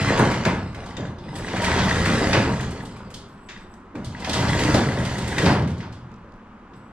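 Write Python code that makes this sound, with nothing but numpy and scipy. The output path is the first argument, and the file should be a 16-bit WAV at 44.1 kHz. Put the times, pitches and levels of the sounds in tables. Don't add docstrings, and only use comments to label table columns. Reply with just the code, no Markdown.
import sys
import numpy as np
from scipy import signal
from scipy.fft import rfft, irfft, next_fast_len
from scipy.io import wavfile

SR = 44100
rng = np.random.default_rng(int(sys.argv[2]) if len(sys.argv) > 2 else 0)


def put_to_file(sound):
    columns = np.atleast_2d(sound).T
    safe = np.clip(columns, -1, 1)
    whole_steps = np.round(safe * 32767)
    wavfile.write(sys.argv[1], SR, whole_steps.astype(np.int16))


N = 305172

# (frequency [Hz], gain [dB per Hz])
CURTAIN_COLOUR = [(22, -33.5), (55, -7.5), (85, -2.5), (170, -2), (260, -3), (400, -6), (750, -10),
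                  (1000, -10.5), (1300, -13), (2000, -19), (2400, -22.5), (5000, -30), (8500, -41.5),
                  (14000, -53)]
# (frequency [Hz], gain [dB per Hz])
STRIKE_COLOUR = [(200, -4), (900, -1.5), (1800, 1), (3300, 3.5), (4600, -2), (6500, -4.5), (8500, -6.5),
                 (11000, -19), (15000, -31)]


def amp(db):
    return 10 ** (np.asarray(db) / 20)


def unit(x):
    return x / np.sqrt(np.mean(x ** 2) + 1e-20)


def along(points, hz):
    f, v = np.transpose(points)
    return np.interp(np.log(hz + 1), np.log(f + 1), v)


def coloured(x, gain):
    n = x.shape[-1]
    m = 2 * next_fast_len((n + SR // 4) // 2)
    log_gain = np.log(np.maximum(gain(np.fft.rfftfreq(m, 1 / SR)), 1e-6))
    cepstrum = irfft(log_gain, m)
    cepstrum[1:m // 2] *= 2
    cepstrum[m // 2 + 1:] = 0
    return irfft(rfft(x, m) * np.exp(rfft(cepstrum)), m)[..., :n]


def band(hz, low_hz, high_hz, order=4):
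    below = (low_hz / (hz + 1)) ** (2 * order)
    above = (hz / high_hz) ** (2 * order)
    return 1 / np.sqrt((1 + below) * (1 + above))


def ringing(modes, hz):
    power = sum((amp(db) * hz * width) ** 2 / ((centre ** 2 - hz ** 2) ** 2 + (hz * width) ** 2)
                for centre, width, db in modes)
    return np.sqrt(power)


def panel(spectrum, hz):
    # (centre [Hz], width [Hz], height above the colour [dB])
    panel_modes = [(81, 9.2, 8), (121, 21, 5), (158, 14, 2), (204, 37, 2), (356, 26, 0), (941, 50, 4),
                   (1476, 80, 2.5), (1695, 66, 4), (2080, 45, 3.5), (4390, 160, 3), (4880, 250, 4)]
    peaks_db = sum(db / (1 + (2 * (hz - centre) / width) ** 2) for centre, width, db in panel_modes)
    return amp(along(spectrum, hz) + peaks_db)


def spot(hz, depth_db):
    knots_hz = np.arange(0, SR / 2, 70)
    gain = amp(depth_db * rng.standard_normal(len(knots_hz)).clip(-2, 2))
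    return np.interp(hz, knots_hz, unit(gain))


def echo():
    # (frequency [Hz], t60 [s])
    hall_t60 = [(80, 1.94), (250, 0.43), (700, 0.59), (2000, 0.51), (5000, 0.45), (9000, 0.32),
                (15000, 0.2)]
    hz, t, z = signal.stft(rng.standard_normal((2, SR * 3 // 4)), SR, nperseg=256)
    decay = amp(-60 * t / along(hall_t60, hz)[:, None])
    tail = signal.istft(z * decay, SR, nperseg=256)[1]
    rise_s = 0.0051
    tail *= 1 - np.exp(-np.arange(tail.shape[1]) / (rise_s * SR))
    return tail / np.linalg.norm(tail[0])


def hall(x, wet_db):
    paths = amp(wet_db) * echo()
    paths[0, 0] += 1
    return signal.fftconvolve(x[None], paths / np.linalg.norm(paths[0]), axes=1)


def add(track, s, sound):
    part = track[:, max(round(s * SR), 0):][:, :sound.shape[1]]
    part += sound[:, :part.shape[1]]


def roaming(x, wet_db, count=12, vary_db=0):
    out = np.zeros((2, N))
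    for k, piece in enumerate(np.array_split(x, count)):
        heard = hall(piece, wet_db)
        if vary_db:
            heard = coloured(heard, lambda hz: spot(hz, vary_db))
        add(out, k * N / count / SR, heard)
    return out


def contacts(rate_hz, scatter, spread_db, t60):
    rate_hz = np.maximum(rate_hz, 1)
    turns = np.cumsum(rate_hz) / SR
    late, size = rng.standard_normal((8000, 2)).T
    count = min(int(turns[-1]), len(late))
    at = np.searchsorted(turns, np.arange(count) + scatter * late[:count]).clip(0, N - 1)
    size_db = spread_db * np.minimum(size[:count], 1.5)
    power = np.bincount(at, amp(size_db) ** 2 / np.maximum(rate_hz[at], 30), N)
    power = signal.lfilter([1], [1, -amp(-60 / (t60 * SR)) ** 2], power)
    return unit(np.sqrt(power) * rng.standard_normal(N))


def blow(t60, wet_db, attack_s):
    sound = amp(wet_db) * echo()
    t = np.arange(sound.shape[1]) / SR
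    burst = rng.standard_normal(sound.shape) * amp(-60 * t / t60) * (1 - np.exp(-t / attack_s))
    ragged_db = 4 * np.interp(t, np.arange(200) * .004, rng.standard_normal(200))
    burst *= amp(ragged_db)
    sound += burst / np.linalg.norm(burst[0])
    return sound / np.linalg.norm(sound[0])


def door_speed():
    # (time [s], speed [ribs/s])
    pull_speeds = [
        [(0, 86.5), (.28, 60.4), (.55, 25.2), (.67, 8.9), (.85, 13.8), (1.05, 9.1), (1.15, 4.8)],
        [(1.22, 5.55), (1.48, 29.8), (1.58, 47.4), (1.68, 77), (2.0, 80.6), (2.33, 70), (2.55, 32.3),
         (2.75, 15.6)],
        [(3.95, 3.7), (4.17, 9.8), (4.38, 58.4), (4.7, 68.3), (4.88, 35.2), (5.3, 30), (5.43, 57.2),
         (5.52, 46.3), (5.63, 6.9)],
    ]
    coast_s = .26
    creep_hz = 0.24
    t = np.arange(N) / SR
    speeds = []
    for s, hz in map(np.transpose, pull_speeds):
        coast = np.exp(-np.maximum(t - s[-1], 0) / coast_s)
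        speeds.append(np.interp(t, s, hz, left=0) * coast)
    return np.maximum(np.max(speeds, axis=0), creep_hz)


def wound(speed):
    return np.cumsum(speed) / np.sum(speed)


def driven(speed, full_db, tenfold_db, wound_db):
    return amp(full_db + tenfold_db * np.log10(speed / 80) + wound_db * wound(speed))


def lingering(gain):
    sheet_t60_s = .8
    keep = amp(-60 / (sheet_t60_s * SR)) ** 2
    start = [keep * gain[0] ** 2]
    return np.sqrt(signal.lfilter([1 - keep], [1, -keep], gain ** 2, zi=start)[0])


def outdoors():
    # (frequency [Hz], gain [dB per Hz])
    outdoor_colour = [(22, 1.5), (60, -8), (90, -2.5), (135, -18), (195, 1), (250, -3.5), (350, -12.5),
                      (620, -17), (1020, -10), (1400, -14.5), (2000, -24), (3000, -31), (4200, -40.5),
                      (14000, -56)]
    noise = rng.standard_normal((2, N))
    return amp(-45.5) * unit(coloured(noise, lambda hz: amp(along(outdoor_colour, hz)) * band(hz, 19.0, 8400)))


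def sway(speed):
    air = unit(coloured(rng.standard_normal((2, N)), lambda hz: band(hz, 31, 50)))
    return air * lingering(driven(speed, full_db=-38, tenfold_db=12.6, wound_db=-1.5))


def ticks():
    # (time [s], level [dB])
    tick_events = [(3.739, -78), (6.116, -87), (6.14, -83), (6.161, -90), (6.321, -85), (6.339, -88)]
    out = np.zeros((2, N))
    for s, db in tick_events:
        contact = blow(t60=.012, wet_db=-9, attack_s=.0005)
        add(out, s, amp(db) * unit(coloured(contact, lambda hz: band(hz, 3700, 6600, order=6))))
    return out


def clatter(speed, count=8):
    clanks_per_rib, idle_clank_hz = .7, 18
    low_hz, high_hz = 750, 9000
    clank_t60_s, spread_db = .022, 6
    turns = np.cumsum(clanks_per_rib * speed + idle_clank_hz) / SR
    t = np.arange(SR // 16) / SR
    hits = np.zeros((1, N))
    draws = rng.random((900, count + 2))[:int(turns[-1])]
    for k, (late, size, *places) in enumerate(draws):
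        mode_hz = low_hz * (high_hz / low_hz) ** ((np.arange(count) + places) / count)
        ring = np.sqrt(mode_hz) @ np.sin(2 * np.pi * np.outer(mode_hz, t))
        clank = ring * amp(spread_db * size - 60 * t / clank_t60_s)
        add(hits, np.searchsorted(turns, k + late) / SR, clank[None])
    heard = roaming(hits[0], wet_db=-1, count=30)
    clanks = unit(coloured(heard, lambda hz: panel(STRIKE_COLOUR, hz) * band(hz, 670, 9400, order=2)))
    return clanks * driven(speed, full_db=-36.5, tenfold_db=18.5, wound_db=0)


def jingling():
    # (time of peak [s], peak level [dB])
    swing_events = [(1.365, -45), (2.81, -55), (3.289, -64), (3.45, -67), (3.603, -65.5), (6.765, -68)]
    rise_s, fall_s = .014, 0.095
    t = np.arange(N) / SR
    return sum(amp(db) * np.exp(-np.maximum((s - t) / rise_s, (t - s) / fall_s)) for s, db in swing_events)


def chain(speed):
    # (centre [Hz], width [Hz], gain [dB])
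    link_modes = [(7800, 45, 1.5), (10660, 160, -13), (13150, 200, -22)]

    def chatter_gain(hz):
        return panel(CURTAIN_COLOUR, hz) * band(hz, 6600, 10900) * (1 + 0.33 * ringing(link_modes, hz))

    links = roaming(contacts(speed / 2 + 45, scatter=0.3, spread_db=2.5, t60=0.022), wet_db=2)
    chatter = unit(coloured(links, chatter_gain))
    touches = contacts(np.full(N, 45), scatter=0.14, spread_db=6.0, t60=0.014)
    touches = roaming(touches, wet_db=10, count=4)
    ring = unit(coloured(touches, lambda hz: ringing(link_modes, hz) * band(hz, 6100, 14500)))
    return chatter * driven(speed, full_db=-47, tenfold_db=26.8, wound_db=10) + ring * jingling()


def hoist():
    # (centre [Hz], width [Hz], gain [dB])
    housing_modes = [(1690, 130, -2), (1920, 150, -2), (2640, 260, -7), (3150, 250, -8), (3620, 55, 3),
                     (4900, 350, -12), (6160, 250, -11), (7150, 160, -8)]
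    # (time [s], level [dB], body below 2 kHz [dB])
    catch_events = [(0.451, -50, -4), (0.967, -53.5, -5), (1.053, -65.5, -2), (3.487, -56, 5),
                    (3.497, -59, -1), (3.517, -63.5, -1), (5.381, -42.5, 4.5)]
    out = np.zeros((2, N))
    for s, db, body_db in catch_events:
        weight = [(2000, body_db), (3400, 0)]
        contact = blow(t60=.028, wet_db=-1, attack_s=.003)
        housing = coloured(contact, lambda hz: ringing(housing_modes, hz) * band(hz, 1070, 7400)
                           * amp(along(weight, hz)))
        add(out, s, amp(db) * unit(housing))
    return out


def clacks():
    # (time [s], level before a common +40 dB [dB], body [dB], brightness [dB])
    clack_events = [(0.004, -38.5, 6, -3), (0.055, -47, 12, -3), (0.081, -44, 13, 3), (0.174, -41, 10, 1),
                    (0.188, -46, 11, 10.5), (0.31, -45, 14, 3), (0.450, -36, 10.5, -4),
                    (0.745, -53, 9.5, -0.5), (0.859, -50.5, -8, -3), (0.967, -52, 3, -3),
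                    (1.182, -55.5, -19, -12), (1.353, -46, -6, 1), (1.482, -46.5, 8.5, -9),
                    (1.564, -46, 13, 2), (1.618, -39, 3, 2), (1.639, -31.5, 1, -3),
                    (1.786, -32.5, 2.5, -16), (1.885, -36, 2, -10), (2.056, -36.5, 10, 1),
                    (2.141, -48, 0, -8), (2.329, -27.5, 6, -13), (2.603, -43, 0, -1), (2.705, -54, 0, 7.5),
                    (2.851, -51.5, -6, 2.5), (2.964, -60.5, 8, 4), (3.102, -57, 3, 4),
                    (3.139, -43, -13, -0.5), (3.487, -50.5, -1, -10), (3.506, -58, 11.5, -10),
                    (3.57, -59, 2, -7), (3.739, -71, -20, 9), (3.953, -56.5, 10, -2),
                    (4.045, -45.5, -15, 0.5), (4.197, -48.5, -12, -1), (4.244, -37.5, 2.5, -9),
                    (4.292, -33.5, -18, -3), (4.331, -29.5, -7, -3.5), (4.355, -41, -8, -7),
                    (4.481, -36.5, -6, -25), (4.59, -36, 3, -2), (4.633, -36.5, 1, -1),
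                    (4.742, -31.5, -4, -2), (4.985, -56, -13, 10), (5.049, -40, 0, -1),
                    (5.181, -42.5, -15, 3), (5.275, -44, -3, 6), (5.380, -34, 4, -2),
                    (5.455, -30.5, 3.5, -12), (5.62, -49, 1, -6), (5.674, -50.5, 4, 0),
                    (5.705, -55, -8, -2), (5.778, -54, -8, -3), (5.803, -51.5, 5.5, -11),
                    (5.826, -55.5, 2, -13), (5.922, -54.5, -10, -4), (6.115, -72, 13, -4),
                    (6.732, -64, 3, -11)]
    out = np.zeros((2, N))
    for s, db, body_db, bright_db in clack_events:
        weight = [(2400, body_db), (3200, 0.021), (5500, 0.0068), (8000, bright_db)]
        contact = blow(t60=.036, wet_db=1.5, attack_s=.007)
        strike = coloured(contact, lambda hz: panel(STRIKE_COLOUR, hz) * amp(along(weight, hz))
                          * spot(hz, depth_db=1.5))
        add(out, s, amp(db + 40.0) * strike)
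    return out


def whoop():
    start_s, level_db = 3.938, -34.5
    start_hz, sag_s = 335.3, .135
    rise_s, hold_s, fall_s = .014, .145, .03
    groan_ratio, groan_db, groan_t60_s = 1.55, -5, .25
    t = np.arange(SR // 2) / SR
    phase = 2 * np.pi * np.cumsum(start_hz * np.exp(-t / sag_s)) / SR
    groan = amp(groan_db - 60 * t / groan_t60_s) * np.sin(groan_ratio * phase)
    tone = np.sin(phase) + groan
    flutter = 1 + .6 * unit(coloured(rng.standard_normal(len(t)), lambda hz: band(hz, 41.8, 124)))
    envelope = np.minimum(t / rise_s, 1) * np.exp(-np.maximum(t - hold_s, 0) / fall_s)
    out = np.zeros((2, N))
    add(out, start_s, amp(level_db) * hall(envelope * unit(tone * flutter), wet_db=-11.0))
    return out


def ribs(speed):
    # (centre [Hz], width [Hz], gain [dB])
    guide_modes = [(1660, 130, 9.5), (1915, 70, 12.5), (2026, 36, 13)]
    # (time [s], level [dB])
    snap_events = [(0.822, -76), (0.965, -58), (1.051, -61), (1.716, -40.5), (1.91, -42.5), (2.806, -58),
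                   (3.563, -63), (4.147, -57), (4.333, -50), (4.53, -44.5), (4.884, -53), (4.919, -51),
                   (5.327, -52), (5.383, -45), (5.802, -60.5)]

    def guide_gain(hz):
        return ringing(guide_modes, hz) * band(hz, 550, 4700)

    passing = roaming(contacts(speed, scatter=.05, spread_db=1, t60=.028), wet_db=-8, count=24)
    out = unit(coloured(passing, guide_gain)) * driven(speed, full_db=-36, tenfold_db=25, wound_db=0.54)
    for s, db in snap_events:
        snap = coloured(blow(t60=0.019, wet_db=-8.5, attack_s=0.00085), guide_gain)
        add(out, s, amp(db) * unit(snap))
    return out


def roll(speed):
    knocks = contacts(speed / 2 + 20, scatter=.35, spread_db=4.5, t60=0.026)
    knocks = roaming(knocks, wet_db=2, count=14, vary_db=4)
    hollow = unit(coloured(knocks, lambda hz: band(hz, 230, 475)))
    return hollow * driven(speed, full_db=-43, tenfold_db=6.9, wound_db=4.8)


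def bangs():
    # (time [s], level before a common +53 dB [dB], boom before a common -3.5 dB [dB], crash [dB])
    bang_events = [(0.01, -37, 16, -9), (0.194, -19, -1, -4.5), (0.236, -30, 2, -2), (0.46, -24.5, 2, -2),
                   (0.979, -33, 4.5, -12), (1.031, -40.5, 2, -4), (1.26, -45, 14, -32), (1.68, -38, 3, 9),
                   (1.755, -32.5, 11, 1), (2.213, -26.5, -1.5, -7), (2.343, -18.5, 0, -11),
                   (2.44, -32.5, 5, -1), (2.6, -42.5, 14, 1), (3.951, -36.5, -2.5, -11),
                   (4.055, -54, 20.5, -9), (4.353, -40, -11, 6), (4.425, -37, -14, 5.5),
                   (4.47, -38, 18.5, -22), (4.685, -26, 0, -22), (4.744, -20, -0.5, -6.5),
                   (4.865, -29.5, -3, -16), (4.971, -31.5, -5, -8), (5.402, -29, -4, -22),
                   (5.432, -21.5, 2.5, -28), (5.464, -23, 1, -1), (5.492, -28.5, 7.5, 0.5),
                   (5.55, -28, -0.5, -9.5), (5.61, -35, 11, -8.5), (5.775, -49, 3, -16),
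                   (5.828, -54.5, -4, 9.5), (6.742, -59, 14, -15)]
    # (frequency [Hz], gain [dB per Hz])
    slap_colour = [(50, -32.5), (85, -2.5), (200, 1.5), (340, -2.5), (480, -5.5), (950, -4.5),
                   (1600, -10.5), (2400, -21), (5000, -44), (12000, -86)]
    out = np.zeros((2, N))
    for s, db, boom_db, crash_db in bang_events:
        weight = [(180, boom_db - 3.5), (300, 0), (550, 0.021), (900, crash_db)]
        slap = blow(t60=0.075, wet_db=2.0, attack_s=0.001 * amp(boom_db))
        slap = coloured(slap, lambda hz: panel(slap_colour, hz) * amp(along(weight, hz)))
        add(out, s, amp(db + 53) * slap)
    return out


def curtain(speed):
    flex = contacts(speed + 80, scatter=.4, spread_db=1.0, t60=0.051)
    flex = roaming(flex, wet_db=1, count=8)
    rumble = unit(coloured(flex, lambda hz: panel(CURTAIN_COLOUR, hz) * band(hz, 50.0, 229)))
    rumble *= lingering(driven(speed, full_db=-26, tenfold_db=15.7, wound_db=3.2))

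    knocks = contacts(speed / 2 + 40, scatter=.35, spread_db=2.5, t60=0.017)
    knocks = roaming(knocks, wet_db=1.0, count=48, vary_db=2)
    rattle = unit(coloured(knocks, lambda hz: panel(CURTAIN_COLOUR, hz) * band(hz, 245, 1710)))
    rattle *= driven(speed, full_db=-25, tenfold_db=20.5, wound_db=0.1)

    grit = contacts(speed + 40, scatter=.3, spread_db=6.0, t60=0.034)
    grit = roaming(grit, wet_db=9.0, count=24)
    scrape = unit(coloured(grit, lambda hz: panel(CURTAIN_COLOUR, hz) * band(hz, 2100, 5000)))
    scrape *= driven(speed, full_db=-37.5, tenfold_db=21, wound_db=2.9)
    return rumble + rattle + scrape


def scene():
    # (frequency [Hz], gain of the side signal [dB])
    side_gain = [(25, -23), (60, -58), (130, -64), (300, -20.5), (700, -12), (1400, -8.5), (3000, -7.5),
                 (6000, -3), (12000, 1)]
    # (frequency [Hz], left minus right [dB])
    left_right = [(125, 0), (250, -.3), (1000, .3), (2000, 1.1), (4000, -1), (8000, -1.5), (12000, -.7)]
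    speed = door_speed()
    mix = outdoors() + sway(speed) + ticks() + clatter(speed) + chain(speed) + hoist() + clacks()
    mix += whoop() + ribs(speed) + roll(speed) + bangs() + curtain(speed)
    m = next_fast_len(N + SR // 4)
    hz = np.fft.rfftfreq(m, 1 / SR)
    mid, side = rfft(mix, m)
    side = side * amp(along(side_gain, hz))
    lag_s = 5.2e-5
    lean = amp(along(left_right, hz) / 2)
    left = (mid + side) * lean * np.exp(-2j * np.pi * hz * lag_s)
    right = (mid - side) / lean
    return irfft(np.array([left, right]), m)[:, :N]


def record(dry):
    top_hz = 15600
    m = next_fast_len(N + SR // 4)
    return irfft(rfft(dry, m) * (np.fft.rfftfreq(m, 1 / SR) < top_hz), m)[:, :N]


dry = scene()
out = record(dry)
put_to_file(out)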